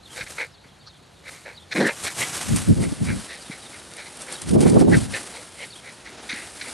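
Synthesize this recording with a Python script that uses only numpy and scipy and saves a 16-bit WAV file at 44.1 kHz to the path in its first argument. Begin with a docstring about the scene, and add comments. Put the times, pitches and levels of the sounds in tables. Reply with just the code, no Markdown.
"""A small dog plays on a lawn: it huffs, lunges with one gruff growl, then gallops about, huffing as it runs.
Huffs are noise through airway resonances; the growl is rough pulses through the chest.
Grass crackles in tiny ticks and swishes as dull noise; stalks snap and the turf thuds.
Wind noise buffets the microphone in two spells as it swings after the dog.
A small bird twitters far away in gliding whistles, over a quiet bed of outdoor air."""
import sys
import numpy as np
from scipy import signal
from scipy.fft import rfft, irfft
from scipy.io import wavfile
from scipy.ndimage import uniform_filter1d, minimum_filter1d

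SR = 44100
rng = np.random.default_rng(int(sys.argv[2]) if len(sys.argv) > 2 else 0)


def int16_out(signal):
    """Quantize to a 16-bit WAV file."""
    q = np.round(np.clip(np.atleast_2d(signal).T, -1, 1) * 32767)
    wavfile.write(sys.argv[1], SR, q.astype(np.int16))


N = 296773
TIME, HZ = np.arange(N) / SR, np.fft.rfftfreq(N, 1 / SR)

# The dog's huffs. Each row: peak in seconds, rise width in seconds, fall width in seconds, level in dB,
# mouth opening 0-1, throat against mouth in dB, teeth against mouth in dB.
HUFFS = [(0.186, 0.018, 0.02, -34, 0.24, -6, -4), (0.211, .0026, 0.013, -29.5, 0.076, -22, -9),
         (0.269, .003, .009, -37.5, 0.092, -13, -6.5), (0.386, 0.0031, .0045, -27, 0.13, -16, -16),
         (0.412, 0.017, .022, -26, 0.14, -9.5, -13), (0.643, .0055, .023, -52.5, .2, 0, -18),
         (1.293, 0.024, 0.0051, -37, 0.16, -8.5, -7.5), (1.339, .012, 0.049, -47.5, .1, -17, -6),
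         (1.462, 0.0055, 0.041, -37.5, 0.29, -4.5, -12), (1.726, 0.0067, .0085, -25.5, 0.26, -14, -3.5),
         (1.767, 0.0084, 0.022, -23.5, 0.22, -15, -10.5), (1.81, 0.0068, 0.018, -21, .4, -1.5, -7.5),
         (1.867, 0.018, 0.017, -20.5, 0.47, -21, -14), (1.889, 0.0036, 0.017, -23.5, 0.12, -7, -18),
         (2.07, 0.0086, 0.019, -27.5, 0.3, -24, -4), (2.22, .009, 0.019, -24, 1, -15, -15),
         (2.847, 0.017, 0.012, -37.5, 0.017, -11, -18), (3.099, .019, .02, -30.5, 0.15, -11.5, -15),
         (3.313, 0.019, 0.041, -37, .6, -10, -3), (3.512, 0.0022, 0.028, -36.5, 0.064, -12, -7.5),
         (3.748, .015, 0.016, -43, 0.071, -16, -13), (3.989, .013, .033, -37.5, .15, -10, -5.5),
         (4.069, .01, .011, -40.5, .1, -5, -1), (4.292, .015, .016, -37.5, .16, -4, -12),
         (4.677, 0.035, 0.021, -38, 0.032, -9, -14), (4.944, 0.013, 0.0092, -20, 0.53, -26, -16.5),
         (5.142, .004, 0.025, -25.5, 0.63, -11.5, -9), (5.37, .038, 0.028, -41, .05, 0, -2),
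         (5.638, .034, .012, -34.5, 0.97, -8, -11), (5.882, .029, .019, -40, 0.059, -9.5, -7.5),
         (6.06, 0.0025, 0.028, -39.5, 0.014, -25, -10), (6.298, 0.0038, 0.011, -26.5, 0.17, -32, -4),
         (6.318, .002, 0.021, -29.5, 0.13, -25, -4.5), (6.359, 0.013, 0.056, -36, .7, -31, -11),
         (6.617, .004, 0.0045, -30.5, 0.23, -25, -1), (6.626, 0.017, 0.017, -36.5, .05, -26, -8),
         (6.676, 0.018, .016, -38, 0.02, -8, -9)]
# How the upper mouth resonance balances the lower: it leads with the jaw shut and is weakest half open.
# Each row: mouth opening 0-1, upper against lower in dB.
UPPER_SHARE = [(0, 12), (.3, 1), (.47, -30), (.6, -8.5), (1, -7)]
# The two mouth resonances climb as the jaw opens: (shut, wide open) in Hz.
LOWER_HZ, UPPER_HZ, UPPER_BEND = (1504, 2110), (2148, 3060), 1.7
# Throat resonances. Each row: centre in Hz, width in Hz, level in dB.
THROAT = [(536, 140, 7), (894, 170, 0)]
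# The growl's course. Each row: time in seconds, level in dB, mean pitch in Hz.
GROWL = [(1.742, -66, 122.5), (1.752, -27, 125), (1.778, -24, 138.7), (1.788, -20, 150),
         (1.818, -17.5, 163.6), (1.84, -21.5, 155.3), (1.866, -21.5, 135.4), (1.882, -32, 115),
         (1.9, -36, 100)]
# Chest and throat resonances of the growl. Each row: centre in Hz, width in Hz, level in dB.
CHEST = [(212, 71, -0.5), (328, 170, -0.5), (493, 150, -11.5), (690, 140, -14), (990, 330, -19)]
# Nose resonances of the sniff. Each row: centre in Hz, width in Hz, level in dB.
NOSE = [(1360, 400, -3), (4390, 900, 0), (5700, 1200, -14)]
# Steady rustle of the grass. Each row: time in seconds, level in dB before the colour's make-up gain.
RUSTLE = [(0.0, -72), (0.15, -51), (0.28, -65), (0.52, -69), (1.2, -66), (1.37, -53.5), (1.76, -64.5),
          (1.93, -39), (2.38, -37), (2.77, -43.5), (3.75, -48.5), (4.22, -45.5), (4.52, -40), (5.23, -45),
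          (5.9, -52.5), (6.22, -54), (6.54, -45), (6.73, -43)]
# Brief dips in the rustle. Each row: centre in seconds, width in seconds, depth in dB.
LULLS = [(1.675, 0.029, -3), (2.02, 0.0087, -3), (2.145, 0.0093, -4.5), (4.456, 0.0094, -5),
         (4.575, 0.014, -8), (4.859, 0.018, -11.5)]
# Paws and feet sweeping through the blades. Each row: peak in seconds, length (rise plus fall width)
# in seconds, level in dB before the colour's make-up gain.
STROKES = [(0.15, 0.11, -45), (0.305, .035, -41.5), (0.38, 0.083, -45), (1.314, 0.079, -48.5),
           (1.787, 0.073, -38.5), (1.87, 0.023, -36), (2.052, 0.033, -30.5), (2.207, 0.049, -29),
           (2.353, 0.056, -34.5), (2.5, 0.088, -37), (2.576, 0.046, -33), (2.83, 0.026, -36),
           (3.064, .06, -42), (3.18, 0.17, -43), (4.327, 0.039, -36.5), (4.492, 0.02, -39),
           (4.62, 0.039, -36), (4.677, 0.031, -34), (4.745, 0.013, -40.5), (4.804, 0.019, -33.5),
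           (4.971, 0.071, -36), (5.17, 0.078, -37), (5.363, 0.12, -47), (5.637, 0.063, -46.5),
           (6.106, 0.025, -52), (6.373, 0.18, -44), (6.643, .06, -45)]
# The action moves out on the lawn. Each row: time in seconds, share of the far colour 0-1.
AWAY = [(2.55, 0.03), (2.8, 0.94)]
# Colour of the grass close by. Each row: frequency in Hz, relative density in dB per Hz.
GRASS_NEAR = [(59, -15), (100, -0.5), (199, -2), (224, -7), (280, -3), (493, -5.5), (769, -3.5),
              (961, -5.5), (1110, -3.5), (1250, -4), (4740, -8), (8870, -4), (12500, -14), (16200, -44),
              (22000, -120)]
# Colour of the grass out on the lawn. Each row: frequency in Hz, relative density in dB per Hz.
GRASS_FAR = [(120, -23), (200, -1.5), (414, -1.5), (509, -1), (1130, -5.5), (1230, -3), (2540, -7),
             (4130, -6.5), (4660, -6), (6710, -9), (9310, -2), (10300, -6), (12500, -24.5), (16200, -59),
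             (22000, -120)]
# Single stalks snapping. Each row: start in seconds, level in dB, decay time constant in seconds.
SNAPS = [(2.037, -28, .006), (2.56, -22, 0.0098), (3.398, -43, 0.0027), (3.937, -27.5, 0.0015),
         (3.968, -34.5, .003), (4.171, -34, 0.0037), (4.219, -32, 0.007), (4.325, -28.5, 0.0055),
         (4.418, -24.5, 0.0037), (4.488, -31, 0.0074), (4.512, -31.5, 0.0054), (4.606, -27, .012),
         (4.697, -25.5, .006), (4.971, -29, .005), (5.231, -34, .003)]
# Soft thuds on the turf, and one deeper low bump just after 0.23 s. Each row: start in seconds, level in dB,
# pitch in Hz.
THUDS = [(.208, -38, 127), (.232, -40, 55), (0.654, -46, 148), (1.009, -47, 186), (2.199, -35, 170),
         (3.497, -30.5, 166), (6.332, -32, 217)]
# Dull swish of running through the grass. Each row: time in seconds, level in dB before the trim.
SWISH = [(0, -56), (1.2, -58.5), (2.2, -51), (3.3, -47.5), (3.7, -48), (5.3, -45.5), (5.6, -54.5),
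         (6.2, -42), (6.73, -59)]
# Colour of the swish. Each row: frequency in Hz, relative density in dB per Hz.
SWISH_COLOUR = [(35, -40), (60, -35), (107, -39), (144, -8.5), (326, -3), (476, -7.5), (882, -7),
                (1100, -14), (1290, -10.5), (7000, -19), (9100, -49), (15400, -120)]
# Stereo likeness of the swish. Each row: frequency in Hz, left-right correlation -1 to 1.
SWISH_SAME = [(80, 1), (300, 0.99), (650, 0.99), (1400, 1), (2800, 1)]
# Gusts over the microphone. Each row: start in seconds, end in seconds, level in dB before the trim,
# air speed 0-1.
GUSTS = [(2.49, 2.63, -33, 0), (2.768, 2.875, -28.5, 0.32), (3.016, 3.176, -32.5, 0.07),
         (4.532, 4.957, -17.5, 0.72), (5.03, 5.128, -37, 0.1)]
# Colour of slow air. Each row: frequency in Hz, relative density in dB per Hz.
WIND_SLOW = [(25, -49), (50, -11.5), (95, -1), (200, -1.5), (280, -6), (400, -20), (600, -31.5),
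             (1000, -70), (2000, -102)]
# Colour of fast air. Each row: frequency in Hz, relative density in dB per Hz.
WIND_FAST = [(25, -44), (55, -25), (100, -18), (170, 1), (350, -1), (500, -7), (700, -18), (1000, -26),
             (1500, -48), (3000, -94)]
# Stereo likeness of the wind. Each row: frequency in Hz, left-right correlation -1 to 1.
WIND_SAME = [(35, 0.66), (70, 0.57), (130, -0.19), (280, -0.67), (600, -0.6), (1300, -0.14)]
# Single hard eddies in the gusts. Each row: peak in seconds, width in seconds, level in dB before the trim,
# brightness 0-1.
BUFFETS = [(2.535, 0.025, -18.5, 0), (2.708, 0.019, -11.5, 0.05), (2.795, 0.021, -20.5, 0.12),
           (2.84, 0.015, -29, .5), (2.88, 0.0063, -26.5, 0.03), (2.926, 0.0064, -23, .1),
           (3.025, 0.011, -20.5, 0.08), (3.105, 0.031, -25, 0), (4.563, 0.0092, -15, 0.6),
           (4.664, 0.0053, -13.5, 1), (4.771, 0.0092, -11.5, 0.87), (4.82, 0.0067, -13.5, 0.86),
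           (4.886, 0.0067, -16.5, 0.83), (4.926, 0.0057, -14.5, 0.86), (4.975, 0.0063, -13, 0.13),
           (5.022, 0.013, -26, 0.14)]
# Colour of a bright eddy. Each row: frequency in Hz, relative density in dB per Hz.
BUFFET_COLOUR = [(40, -33), (150, 3), (400, 3.5), (800, -8), (1200, -21), (2000, -41), (4000, -104)]
# The bird's falling phrase: an arched note, a falling note, then a lower arched note. Each row:
# delay in seconds, length in seconds, start in Hz, middle in Hz, end in Hz (all before the song's factors),
# level in dB against the song.
PHRASE = [(0, .026, 4300, 4760, 4450, -4.5), (0.02, 0.021, 4440, 3920, 3850, 0.5),
          (0.046, .045, 3060, 3660, 3100, -4.5)]
# Each time the bird sings. Each row: start in seconds, pitch factor, duration factor,
# level in dB before the trim.
SONGS = [(0.028, 0.88, 1.36, -40.5), (0.515, 1.1, 1.2, -52), (0.665, 0.88, 0.82, -53),
         (0.795, .94, .7, -51), (0.868, .96, 1.2, -47.5), (1.545, 0.98, 1.1, -41), (3.405, 1.02, 0.91, -41),
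         (3.6, 1, 0.88, -42.5), (4.33, 0.94, 1.0, -38), (5.7, 0.96, 1.1, -37)]
# Colour of the outdoor background. Each row: frequency in Hz, relative density in dB per Hz.
AIR = [(25, -20), (60, 0), (110, 0), (180, -1.5), (280, -10), (600, -9), (1200, -14.5), (2600, -20),
       (4300, -16.5), (5200, -30.5), (10000, -32.5), (12500, -38)]
# Stereo likeness of the background. Each row: frequency in Hz, left-right correlation -1 to 1.
AIR_SAME = [(60, 0.95), (130, 1), (280, .15), (600, 0.11), (1300, 0.8), (2800, 0.95), (5000, 0.99)]


def gain_of(db):
    """Decibels to amplitude."""
    return 10 ** (np.asarray(db) / 20)


def evened(x):
    """Scales to an rms of one."""
    return x / np.sqrt(np.mean(x ** 2) + 1e-20)


def read(points, hz):
    """Reads a spectrum table on a log-frequency axis."""
    f, value = np.transpose(points)
    return np.interp(np.log(hz + 1), np.log(f + 1), value)


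def curve(rows, t=TIME):
    """Reads every column of a control table at the times t."""
    s, *columns = np.transpose(rows)
    return [np.interp(t, s, c) for c in columns]


def add(mix, s, sound):
    """Mixes a sound in at s seconds."""
    part = mix[max(round(s * SR), 0):][:len(sound)]
    part += sound[:len(part)]


def coloured(x, spectrum):
    """Gives a full-length signal a spectrum at an rms of one."""
    return evened(irfft(rfft(x) * gain_of(read(spectrum, HZ)), N))


def resonate(x, modes):
    """Passes x through parallel resonances with steep skirts and little deep bass."""
    hz = np.fft.rfftfreq(len(x), 1 / SR)
    shape = sum(gain_of(db) / (1 + ((hz - f) / width) ** 2) ** 2 for f, width, db in modes)
    bass_cut = hz ** 4 / (hz ** 4 + 130 ** 4)
    return evened(irfft(rfft(x) * shape * bass_cut, len(x)))


def wander(count, rate_hz):
    """Smooth random drift of rms one, its speed limited by rate_hz."""
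    hz = np.fft.rfftfreq(count, 1 / SR)
    smoothing = np.exp(-(hz / rate_hz) ** 2) * (hz > 0)
    return evened(irfft(rfft(rng.standard_normal(count)) * smoothing, count))


def noise_pair(likeness):
    """White noise at two microphone ports, alike by band."""
    same = np.clip(read(likeness, HZ), -1, 1)
    mid, side = rfft(rng.standard_normal((2, N))) * np.sqrt([1 + same, 1 - same])
    return irfft(np.array([mid + side, mid - side]), N)


def steadied(x, size):
    """Takes the slow chance swells out of a noise, so that a control alone sets its level."""
    power = uniform_filter1d(np.atleast_2d(x ** 2).mean(0), size)
    return x / np.sqrt(uniform_filter1d(power, size) + 1e-12)


def swell(t, rise, fall, firmness=2):
    """A rounded rise to one at t = 0 and a fall; firmer is flatter on top."""
    distance = abs(t / np.where(t < 0, rise, fall))
    return np.exp(-.5 * np.minimum(distance, 30) ** firmness)


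def panned(db):
    """Gains of the two ports for a left-minus-right level."""
    return gain_of(np.array([[db], [-db]]) / 2)


def huffs(mouth_width_hz=390, upper_width_hz=400, teeth_hz=3940, teeth_width_hz=900, leak_db=-20,
          flutter_db=3.0, flutter_hz=170, firmness=1.84):
    """Turbulent air rings throat, mouth and teeth; loose lips and tongue make it flutter."""
    out, t = np.zeros(N), np.arange(-8192, 8192) / SR
    for s, rise, fall, db, opening, throat_db, teeth_db in HUFFS:
        opening = np.clip(opening, 0, 1)
        lower_hz = np.interp(opening, [0, 1], LOWER_HZ)
        upper_hz = np.interp(opening ** UPPER_BEND, [0, 1], UPPER_HZ)
        upper_db = np.interp(opening, *np.transpose(UPPER_SHARE))
        low, mid, high, wide = rng.standard_normal((4, len(t)))
        air = resonate(mid, [(lower_hz, mouth_width_hz, 0), (upper_hz, upper_width_hz, upper_db)])
        air += gain_of(throat_db) * resonate(low, THROAT)
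        air += gain_of(teeth_db) * resonate(high, [(teeth_hz, teeth_width_hz, 0), (5700, 1200, -11)])
        air += gain_of(leak_db) * resonate(wide, [(2850, 570, 0)])  # a little broad hiss leaks out
        air = steadied(air * gain_of(flutter_db * wander(len(t), flutter_hz)), size=400)
        add(out, s + t[0], gain_of(db) * swell(t, rise, fall, firmness) * air)
    return out


def growl(rough=0.66, jitter=.18, puff_share=0.78):
    """Uneven slaps of the vocal folds, each with a puff of air, ring the chest and throat."""
    t = np.arange(GROWL[0][0], GROWL[-1][0], 1 / SR)
    db, hz = curve(GROWL, t)
    turns = np.cumsum(hz * (1 + jitter * wander(len(t), 90))) / SR
    slaps = np.diff(np.floor(turns), prepend=0) * gain_of(1.4 * wander(len(t), 120))
    # each puff fades over a share of the fold's cycle
    puffs = np.exp(-(turns % 1) / puff_share) * rng.standard_normal(len(t))
    voice = resonate((1 - rough) * evened(slaps) + rough * evened(puffs), CHEST)
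    out = np.zeros(N)
    add(out, t[0], gain_of(db) * steadied(voice, size=500))
    return out


def sniff(peak_s=.877, width_s=0.0086, level_db=-43.5):
    """One quick, thin puff of noise through the resonances of the dog's nose."""
    puff = resonate(rng.standard_normal(N), NOSE)
    return gain_of(level_db) * swell(TIME - peak_s, width_s, width_s) * puff


def grass(ticks_per_s=2600, rub=0.76, clump_db=1.2, clump_hz=70, uneven_db=1.28, uneven_hz=14,
          rise_share=0.45, firmness=1.6, near_gain_db=3.5, far_gain_db=3.0):
    """Blades flick free in clumps of tiny ticks over a smooth rub; foot strokes swell above the rustle."""
    ticks = (rng.random(N) < ticks_per_s / SR) * rng.choice([-1, 1], N)
    blades = evened(ticks) + rub * rng.standard_normal(N)
    blades *= gain_of(clump_db * wander(N, clump_hz))

    bed_db, = curve(RUSTLE)
    bed_db = bed_db + sum(db * swell(TIME - s, width, width) for s, width, db in LULLS)
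    power = gain_of(bed_db + uneven_db * wander(N, uneven_hz)) ** 2
    t = np.arange(-8192, 8192) / SR
    for s, length, db in STROKES:
        sweep = swell(t, rise_share * length, (1 - rise_share) * length, firmness)
        add(power, s + t[0], (gain_of(db) * sweep) ** 2)

    away, = curve(AWAY)
    away = np.clip(away, 0, 1)
    near = gain_of(near_gain_db) * coloured(blades, GRASS_NEAR)
    far = gain_of(far_gain_db) * coloured(blades, GRASS_FAR)
    return np.sqrt(power) * ((1 - away) * near + away * far)


def steps(thud_decay_s=0.0072, thud_rise_s=0.002):
    """Stalks snap in short bright bursts; the turf gives damped thuds, and one deeper low bump sounds early on."""
    out, t = np.zeros(N), np.arange(4096) / SR
    for s, db, decay in SNAPS:
        burst = resonate(rng.standard_normal(len(t)), [(4230, 3900, -1.5), (8960, 1900, 6)])
        add(out, s, gain_of(db) * burst * np.exp(-t / decay))
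    for s, db, hz in THUDS:
        push = (1 - np.exp(-t / thud_rise_s)) * np.exp(-t / thud_decay_s)
        soil = np.sin(2 * np.pi * hz * t)
        soil += .5 * resonate(rng.standard_normal(len(t)), [(200, 210, 0)])
        add(out, s, gain_of(db) * push / push.max() * soil)
    return out


def swish(lumps_db=2.0, lumps_hz=35, trim_db=-2):
    """The dull brushing of legs through the lawn: lumpy filtered noise."""
    db, = curve(SWISH)
    level = gain_of(db + trim_db + lumps_db * wander(N, lumps_hz))
    return level * coloured(noise_pair(SWISH_SAME), SWISH_COLOUR)


def wind(eddy_db=2.9, eddy_hz=55, attack_s=0.031, release_s=0.029, slow_pan_db=2.0, fast_pan_db=-3.0,
         trim_db=4):
    """Eddies press on the two ports, partly in opposition; faster air sheds smaller, brighter eddies."""
    eddies = noise_pair(WIND_SAME) * gain_of(eddy_db * wander(N, eddy_hz))
    force, speed = np.zeros((2, N))
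    for start, end, db, top_speed in GUSTS:
        before, after = np.maximum(start - TIME, 0), np.maximum(TIME - end, 0)
        blowing = np.exp(-before / attack_s - after / release_s)
        force += gain_of(db + trim_db) * blowing
        speed += np.clip(top_speed, 0, 1) * blowing  # weak air stays dull
    slow = panned(slow_pan_db) * coloured(eddies, WIND_SLOW)
    fast = panned(fast_pan_db) * coloured(eddies, WIND_FAST)
    return force * steadied((1 - speed) * slow + speed * fast, size=600)


def buffets(bright_pan_db=-3, trim_db=3):
    """A hard eddy hits the ports as one bump of noise, blended from a dull and a bright colour."""
    eddies, out = noise_pair(WIND_SAME), np.zeros((2, N))
    dull = steadied(coloured(eddies, WIND_SLOW), size=400)
    bright = panned(bright_pan_db) * steadied(coloured(eddies, BUFFET_COLOUR), size=400)
    for s, width, db, brightness in BUFFETS:
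        share = np.clip(brightness, 0, 1)
        bump = gain_of(db + trim_db) * swell(TIME - s, width, width)
        out += bump * ((1 - share) * dull + share * bright)
    return out


def whistle(length, pitches_hz, quaver_db=3):
    """One slightly burry note gliding through a start, a middle and an end pitch."""
    u = np.linspace(0, 1, round(length * SR))
    glide = np.polyval(np.polyfit([0, .5, 1], pitches_hz, 2), u)
    hz = glide * (1 + .028 * wander(8192, 450)[:len(u)])
    quaver = gain_of(quaver_db * wander(8192, 90)[:len(u)])
    return quaver * abs(np.sin(np.pi * u)) ** .5 * np.sin(2 * np.pi * np.cumsum(hz) / SR)


def bird(twitter_per_s=10, twitter_hz=4100, twitter_spread=0.15, twitter_s=0.043, twitter_db=-59,
         echo_s=.022, echo_db=-6, trim_db=-4.0):
    """A quick three-note phrase and stray twitters, smeared by their way across the garden."""
    out = np.zeros(N)
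    tail = rng.standard_normal(SR // 4) * np.exp(-TIME[:SR // 4] / echo_s)
    for s, pitch, stretch, song_db in SONGS:
        for delay, length, *pitches_hz, db in PHRASE:
            note = whistle(stretch * length, pitch * np.array(pitches_hz))
            add(out, s + stretch * delay, gain_of(song_db + db + trim_db) * note)
    for s in np.arange(0, TIME[-1], 1 / twitter_per_s):
        # one shift for the whole note, and one for each of its three pitches
        shift = rng.uniform(-0.967, 1) + rng.uniform(-0.99, 1, size=3)
        note = whistle(twitter_s, twitter_hz * (1 + twitter_spread * shift))
        add(out, s + rng.random() / twitter_per_s, gain_of(twitter_db) * note)
    return out + gain_of(echo_db) * signal.fftconvolve(out, tail / np.linalg.norm(tail))[:N]


def outdoor_air(level_db=-52.5):
    """The steady outdoor hush: wide, filtered noise."""
    return gain_of(level_db) * coloured(noise_pair(AIR_SAME), AIR)


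def scene():
    """Dog, crackling grass, steps and bird sit dead centre; swish, wind and air are stereo."""
    dog = huffs() + growl() + sniff()
    lawn = grass() + steps() + swish()
    return dog + lawn + wind() + buffets() + bird() + outdoor_air()


def record(dry, low_cut_hz=29, edge_hz=12150):
    """A low cut; a fast limiter that holds the peaks under full scale; then a treble band limit."""
    dry = irfft(rfft(dry) * HZ ** 4 / (HZ ** 4 + low_cut_hz ** 4), N)
    peak_db = 20 * np.log10(abs(dry).max(0) + 1e-9)
    recovery_db = 500 * TIME  # the limiter lets go at 500 dB per second
    held_peak_db = np.maximum.accumulate(peak_db + recovery_db) - recovery_db
    over_db = np.maximum(held_peak_db + .5, 0)  # half a dB of headroom
    limit_db = uniform_filter1d(minimum_filter1d(-over_db, size=61), size=61)
    held = dry * gain_of(limit_db)
    band_limit = signal.firwin(301, edge_hz, window=("kaiser", 9), fs=SR)
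    return signal.oaconvolve(held, band_limit[None], "same")


dry = scene()
out = record(dry)
int16_out(out)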